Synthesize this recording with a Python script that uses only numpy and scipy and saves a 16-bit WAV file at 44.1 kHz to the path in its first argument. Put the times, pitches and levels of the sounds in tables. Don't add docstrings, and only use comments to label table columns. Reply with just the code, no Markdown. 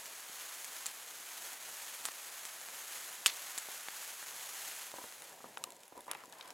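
import sys
import numpy as np
from scipy import signal
from scipy.fft import rfft, irfft, next_fast_len
from scipy.io import wavfile
from scipy.ndimage import map_coordinates

SR = 44100
rng = np.random.default_rng(int(sys.argv[2]) if len(sys.argv) > 2 else 0)


def master(y):
    cut = np.clip(np.atleast_2d(y).T, -1, 1)
    pcm = np.round(cut * 32767)
    wavfile.write(sys.argv[1], SR, pcm.astype(np.int16))


N = 287973
T = np.arange(8192) / SR


def amp(db):
    return 10 ** (np.asarray(db) / 20)


def unit(x):
    return x / np.sqrt(np.mean(x ** 2) + 1e-20)


def along(points, hz):
    point_hz, value = np.transpose(points)
    return np.interp(np.log(hz + 1), np.log(point_hz + 1), value)


def curves(rows):
    times_s, *columns = np.transpose(rows)
    return [np.interp(np.arange(N) / SR, times_s, column) for column in columns]


def wobble(rate):
    knots = rng.standard_normal(int(N * rate / SR) + 4)
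    return map_coordinates(knots, [np.arange(N) * rate / SR])


def ramp(start_s, length_s):
    return np.clip((np.arange(N) / SR - start_s) / length_s, 0, 1)


def filtered(x, response):
    n = x.shape[-1]
    padded = next_fast_len(n + len(T))
    hz = np.fft.rfftfreq(padded, 1 / SR)
    return irfft(rfft(x, padded) * response(hz), padded)[..., :n]


def coloured(x, spectrum):
    return unit(filtered(x, lambda hz: amp(along(spectrum, hz))))


def struck(x, spectrum):
    n = len(x)
    cepstrum = irfft(np.log(amp(along(spectrum, np.fft.rfftfreq(n, 1 / SR)))))
    fold = np.r_[1, np.full(n // 2 - 1, 2), 1, np.zeros(n // 2 - 1)]
    return irfft(rfft(x) * np.exp(rfft(cepstrum * fold)))


def resonances(modes, hz):
    return sum(amp(db) * 1j * hz * width / (centre ** 2 - hz * hz + 1j * hz * width)
               for centre, width, db in modes)


def dying(t60):
    x = rng.standard_normal(len(T)) * amp(-60 * T / t60)
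    return x / np.linalg.norm(x)


def grains(rate, spread_db):
    size = amp(spread_db * np.clip(rng.standard_normal(N), -3, 2.6))
    hits = rng.random(N) < rate / SR
    return unit(hits * size * rng.choice([-1, 1], N))


def add(track, s, x):
    part = track[max(round(s * SR), 0):][:len(x)]
    part += x[:len(part)]


def ports(source, width):
    mid = source()
    side = filtered(source(), lambda hz: amp(along(width, hz)) * np.exp(0.9j))
    return np.array([mid + side, mid - side])


def sparklers():
    # start_s [s], burn_db [dB], before the trim and the fade
    burn = [(0.0, -51), (0.29, -52.5), (0.34, -49), (0.5, -51), (0.57, -48), (0.78, -49), (0.98, -51),
            (1.28, -51), (1.47, -48.5), (1.66, -51), (1.85, -48), (2.22, -50), (2.69, -50.5), (2.95, -48.5),
            (3.23, -50.5), (3.72, -48.5), (3.86, -50.5), (4.03, -48), (4.16, -49), (4.5, -48.5),
            (4.63, -46.5), (4.78, -49), (4.82, -47.5), (5.0, -47.5)]
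    # pitch_hz [Hz], level_db [dB per Hz]
    rush_spectrum = [(100, -36), (300, -15), (520, -6.5), (780, -1.5), (1100, -.5), (1800, 0), (2500, -1.5),
                     (3500, -3.2), (5000, -9), (8000, -22), (16000, -45)]
    # pitch_hz [Hz], level_db [dB per Hz]
    sizzle_spectrum = [(1500, -26), (2600, -8.5), (3600, -7.5), (5000, -7), (6200, -0.5), (7300, 1),
                       (8800, -3), (10700, 0), (12200, -1), (13400, -11), (14500, -5.5), (15700, -10)]
    rush_mean_db, rush_follows = -52.5, 0.805
    sizzle_trim_db = 0.47
    fade_start_s, fade_s, rush_fade_db, sizzle_fade_db = 4.712, 1.02, 16, 18

    burn_db, = curves(burn)
    gone = ramp(fade_start_s, fade_s)
    rush_db = rush_mean_db + rush_follows * (burn_db - burn_db.mean()) - rush_fade_db * gone
    sizzle_db = sizzle_trim_db + burn_db - sizzle_fade_db * gone
    sputter_db = 0.7 * wobble(14) + 0.95 * wobble(90)

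    specks = grains(rate=2500, spread_db=2.5)
    tails = signal.fftconvolve(specks, dying(t60=0.0051))[:N]
    specks = unit(specks + amp(-2.5) * tails)
    forks = amp(-12.5) * grains(rate=130, spread_db=2.5)
    rush = coloured(unit(rng.standard_normal(N) + amp(-10.0) * specks) + forks, rush_spectrum)
    sizzle = coloured(unit(rng.standard_normal(N) + amp(-0.5) * specks) + forks, sizzle_spectrum)
    return amp(rush_db + sputter_db) * rush + amp(sizzle_db + sputter_db) * sizzle


def nearness():
    first_s, close_s = 4.8, 6.47
    return ramp(first_s, close_s - first_s)


def murmur():
    # start_s [s], level_db [dB], before the flutter and the approach
    draught = [(5.4, -54.5), (5.512, -54), (5.908, -66.5), (6.164, -62.5), (6.53, -59)]
    # pitch_hz [Hz], level_db [dB per Hz]
    flame_spectrum = [(25, -52), (70, -24.5), (130, -8.5), (230, -5), (400, -1), (560, 2), (720, 2),
                      (1000, 0.5), (1200, -17), (1800, -9), (4000, -26.5)]
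    air_db = -66.5

    draught_db, = curves(draught)
    near = nearness()
    level = (1 - near) * amp(air_db) + near * amp(draught_db)
    flutter = amp(2.2 * wobble(18))
    return level * flutter * coloured(rng.standard_normal(N), flame_spectrum)


def weights(level_db, bright_db, body_db):
    return level_db - bright_db, level_db + body_db, level_db + bright_db


def pop(excitation, thump_db, crack_db, snap_db):
    low = [(30, thump_db - 42.5), (230, thump_db - 14.0), (600, thump_db - 7.5),
           (1200, thump_db - 0.5), (2000, (thump_db + crack_db) / 2 - 1.0)]
    middle = [(2750, crack_db - 4), (3700, crack_db - 1.5), (5100, crack_db - 5.0)]
    high = [(7400, snap_db + 0.5), (10800, snap_db - 8.5), (13400, snap_db - 11.5), (15000, snap_db - 15.0)]
    return struck(excitation, low + middle + high)


def bursts():
    # start_s [s], level_db [dB], bright_db [dB], spray_db [dB against the pulse],
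    # ground_db [dB, ground echo], trees_db [dB, answer of the trees]; levels before filtering
    sparks = [(.058, -23.5, 3, 2, -4, -3), (.6455, -20, 4, 0, -9, -6.5), (0.8592, -14, 2, -1.5, 0.5, 5),
              (2.0542, -5, 0.5, -9.5, -8, -5), (2.4529, -14.5, 1, -7, -11.5, -1.5),
              (2.6145, -16.5, -0.5, -18, -14, -7), (3.261, -3.5, 1.5, 7, 0.5, 3.5),
              (3.5785, -11.5, 0.5, -1.5, -3, -4), (4.917, -19, -1.5, -13, -18.5, -15),
              (5.034, -26.5, -5, -12.5, -20, -5.5)]
    bounce_delay_s = 0.0046
    twigs = np.interp(T, [.015, .02, .026, .08], [0.68, 1.0, 0.3, 0.1])
    trunks = np.interp(T, [.008, .022, .04, .046], [0.1, 0.55, 1.5, 0.45])

    out = np.zeros(N)
    for s, level_db, bright_db, spray_db, ground_db, trees_db in sparks:
        body_db = 3 + 0.45 * spray_db
        thump_db, crack_db, snap_db = weights(level_db, bright_db, body_db)
        burst = (T == 0) + amp(spray_db) * dying(t60=0.0084)
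        add(out, s, pop(burst, thump_db, crack_db, snap_db))

        mirrored = .6 * burst / np.linalg.norm(burst)
        smeared = 1.13 * dying(t60=0.026)
        bounce = pop(mirrored + smeared, thump_db - 2.5, crack_db - 3.0, snap_db + 7.0)
        add(out, s + bounce_delay_s, amp(ground_db) * bounce)

        ragged_db = 3.0 * map_coordinates(rng.standard_normal(len(T)), [T * 500])
        ragged = amp(trees_db + ragged_db - 1.4)
        from_twigs = twigs * ragged * dying(t60=0.16)
        from_trunks = trunks * ragged * dying(t60=0.2)
        add(out, s, pop(from_twigs, thump_db - 4, crack_db + 1, snap_db + 2))
        add(out, s, pop(from_trunks, thump_db + 5, crack_db + 3.5, snap_db - 5))
    return out


def thuds():
    # [Hz, spectral peak]
    distant_pops = [(0.297, -16, 403), (2.087, -5.5, 1400), (2.687, -13.5, 2100), (3.687, -9, 650),
                    (3.8855, -6, 1700), (4.228, -12.5, 1480)]
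    out = np.zeros(N)
    for s, level_db, hz in distant_pops:
        colour = [(30, -36), (140, -15), (hz / 2, -3), (hz, 0), (2 * hz, -7), (4 * hz, -20), (16000, -30)]
        pulse = (T == 0) + amp(-11) * dying(t60=0.02)
        add(out, s, amp(level_db) * struck(pulse, colour))
    return out


def campfire():
    # start_s [s], level_db [dB before filtering], bright_db [dB], body_db [dB],
    # pitch_hz [Hz, note of the splitting piece], note_db [dB]
    embers = [(5.124, -22, -2, 1, 7830, 4), (5.221, -19.5, 0.5, -4, 1980, 9.5),
              (5.241, -30, 5, -2, 9000, 4), (5.2958, -31, 8, -13, 10500, 6),
              (5.328, -31, -7, -2, 1700, 7.5), (5.573, -17.5, -10, 0, 1340, 8.5),
              (5.581, -28, 6.5, -3, 10500, 3), (5.6395, -14.5, 6, 5, 1180, 15),
              (5.7048, -25.5, 3.5, -1.5, 10500, 3), (5.7215, -28.5, 6.5, 2, 4000, 2),
              (5.766, -33, 5.5, -2, 7500, 5), (5.8343, -30.5, 5, 3.5, 5000, 5),
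              (5.88, -30.5, 5, -3, 10200, 5), (5.978, -31, 5.5, -3, 10000, 4),
              (6.007, -27, 7.5, 1, 1650, 12), (6.018, -35, 8, -5, 11000, 5),
              (6.0685, -35, 7.5, -5.5, 11000, 4), (6.08, -32, 4, 0, 10500, 4),
              (6.1139, -12.5, -1.5, 0, 10200, 15.5), (6.119, -30, 0, -0.5, 10500, 7),
              (6.1336, -22, -6, 3.5, 980, 13), (6.147, -28, 4, -1, 11000, 3),
              (6.1503, -25.5, -15, 3, 2600, 15), (6.2376, -26.5, -6, 1, 1080, 5),
              (6.2572, -30.5, 6, 0, 5000, 2), (6.298, -33.5, 5, -5.5, 7500, 6.5),
              (6.3253, -27.5, 7, 4.5, 3720, -2.5), (6.33, -29.5, -9, 5, 1700, 13),
              (6.4104, -28.5, 1, 12.5, 3780, 13), (6.426, -34, 0, 9, 4300, 4),
              (6.4585, -30, -4, 3.5, 3000, 3), (6.479, -28, 1.5, -2, 1600, 6),
              (6.505, -26, 5.5, 7.5, 2350, 10)]
    # pitch_hz [Hz], width_hz [Hz], level_db [dB]
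    wood_modes = [(910, 470, 4.5), (2690, 620, 4), (3650, 410, -1), (5260, 680, 0), (7480, 400, -3.5),
                  (10200, 1830, 3.5)]
    note_q = 13
    neutral_t60_s, doubling_db = 0.016, 14
    ring_at_0_db, ring_growth = 8.5, 0.356

    snaps = np.zeros(N)
    for s, level_db, bright_db, body_db, note_hz, note_db in embers:
        modes = [*wood_modes, (note_hz, note_hz / note_q, note_db)]
        thump_db, crack_db, snap_db = weights(level_db, bright_db, body_db)
        ring_db = ring_at_0_db + ring_growth * level_db
        t60 = neutral_t60_s * 2 ** (-bright_db / doubling_db)
        blow = 0.55 * (T == 0) + 0.64 * dying(t60)
        ring = amp(ring_db) * filtered(blow, lambda hz: 0.2 + resonances(modes, hz))
        split = 0.31 * (T == 0) + 0.5 * dying(t60=0.004)
        add(snaps, s, pop(split + ring, thump_db, crack_db, snap_db))

    ticks = grains(rate=45, spread_db=1.5)
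    ticks = ticks + signal.fftconvolve(ticks, dying(t60=0.015))[:N]
    ticks = coloured(ticks, [(200, 4), (1200, -19), (4000, 1), (11000, -1.0), (15000, -10.5)])
    return snaps + amp(-66.0) * nearness() * ticks


def stroke(s, rise_s, hold_s, db):
    fall_s = 0.12
    return ramp(s, rise_s) * amp(db - 60 * ramp(s + rise_s + hold_s, fall_s))


def scuffs():
    # [dB, ring of the wood]
    movements = [(4.939, -42.5, -2), (4.984, -42, 3), (5.015, -48, -3), (5.039, -40, -1), (5.404, -51, 5),
                 (5.442, -46.5, 9.5), (5.457, -47, 0.5), (5.922, -45.5, -1), (5.953, -47.5, -5.5),
                 (5.9754, -44, 0), (5.99, -48.5, -2.5), (6.066, -53, 4.5), (6.08, -42, 4.5),
                 (6.1515, -43.5, 2), (6.238, -47.5, -1), (6.245, -52, -1), (6.278, -48, -9)]
    # start_s [s], hold_s [s], level_db [dB]
    rubs = [(4.95, .06, -60), (5.59, 0.13, -62), (5.943, 0.053, -57.5), (6.082, 0.026, -58.5)]
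    # pitch_hz [Hz], level_db [dB per Hz]
    scuff_spectrum = [(35, -41.5), (70, -11), (120, -26), (230, -4), (420, 2), (530, 3), (660, 1),
                      (860, -2), (1000, 7.5), (1130, -10), (1300, -18), (2400, -16), (5000, -37)]
    # pitch_hz [Hz], width_hz [Hz], level_db [dB]
    log_modes = [(250, 79, -7), (345, 85, -10.5), (535, 98, -3), (780, 110, 1), (975, 67, 5.5),
                 (1140, 100, -4)]
    knock_trim_db, knock_delay_s = 31, 0.001
    crunch_trim_db, crunch_attack_s, crunch_t60_s = -9.0, 0.0026, 0.0777
    rub_rise_s = 0.0092

    force, knocks = np.zeros((2, N))
    for s, level_db, ring_db in movements:
        decay = amp(level_db + crunch_trim_db - 60 * T / crunch_t60_s)
        add(force, s, decay * (1 - np.exp(-T / crunch_attack_s)))
        contact = .6 * (T == 0) + .8 * dying(t60=0.032)
        ring = filtered(contact, lambda hz: resonances(log_modes, hz) / (1 + 1j * hz / 1800) ** 2)
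        knock = 0.56 * struck(contact, scuff_spectrum) + amp(ring_db) * ring
        add(knocks, s + knock_delay_s, amp(level_db + knock_trim_db) * knock)
    rubbing = sum(stroke(s, rub_rise_s, hold_s, db) for s, hold_s, db in rubs)
    crunch = coloured(grains(rate=450, spread_db=3), scuff_spectrum)
    return knocks + np.hypot(force, rubbing) * crunch


def sleeve():
    # [Hz, at the end]
    swishes = [(6.079, 0.023, .022, -50, 1780, 2534), (6.15, 0.023, .045, -58, 2105, 3060)]
    # pitch_hz [Hz], level_db [dB per Hz]
    cloth_spectrum = [(300, -24), (700, -9), (1000, 2.5), (1300, 2), (1550, -5.5), (1900, 0.5), (2600, -8),
                      (3400, -15), (5000, -23), (15000, -30)]
    weave_q, weave_db = 3, -11

    out = np.zeros(N)
    for s, rise_s, hold_s, db, from_hz, to_hz in swishes:
        hz = from_hz + (to_hz - from_hz) * ramp(s, rise_s + hold_s)
        tone = np.sin(2 * np.pi * np.cumsum(hz) / SR)
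        weave = unit(wobble(to_hz / weave_q) * tone)
        cloth = coloured(rng.standard_normal(N), cloth_spectrum)
        out += stroke(s, rise_s, hold_s, db) * unit(cloth + amp(weave_db) * weave)
    return out


def rustle():
    # start_s [s], rise_s [s], hold_s [s], level_db [dB before clumping]
    stirs = [(6.294, 0.094, .12, -58)]
    # pitch_hz [Hz], level_db [dB per Hz]
    rustle_spectrum = [(400, -27), (980, 6), (1350, 0), (1550, 0), (1850, -6), (2400, -4.5), (2750, -13),
                       (3150, -5), (4000, -13), (5000, -14), (9000, -29), (15000, -31)]
    clumps = amp(2.0 * wobble(120))
    crumbs = grains(rate=1500, spread_db=3.0) * clumps
    return sum(stroke(*stir) for stir in stirs) * coloured(crumbs, rustle_spectrum)


def clearing():
    return sparklers() + murmur()


def cracks():
    return bursts() + thuds()


def fireside():
    return campfire() + scuffs() + sleeve() + rustle()


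def scene():
    # [dB, side against mid]
    steady_width = [(30, -3), (90, -17), (200, -17), (700, -16), (1300, -16), (2500, -15), (3800, -61),
                    (12000, -61)]
    burst_width = [(200, -29), (1000, -19), (4000, -31), (12000, -40)]
    near_width = [(60, -29), (240, -23.5), (480, -19), (950, -8.5), (1900, -3.5), (3800, -8), (7500, -15),
                  (15000, -19.5)]
    return ports(clearing, steady_width) + ports(cracks, burst_width) + ports(fireside, near_width)


def record(dry):
    top_hz = 15950
    return filtered(dry, lambda hz: hz < top_hz)


dry = scene()
out = record(dry)
master(out)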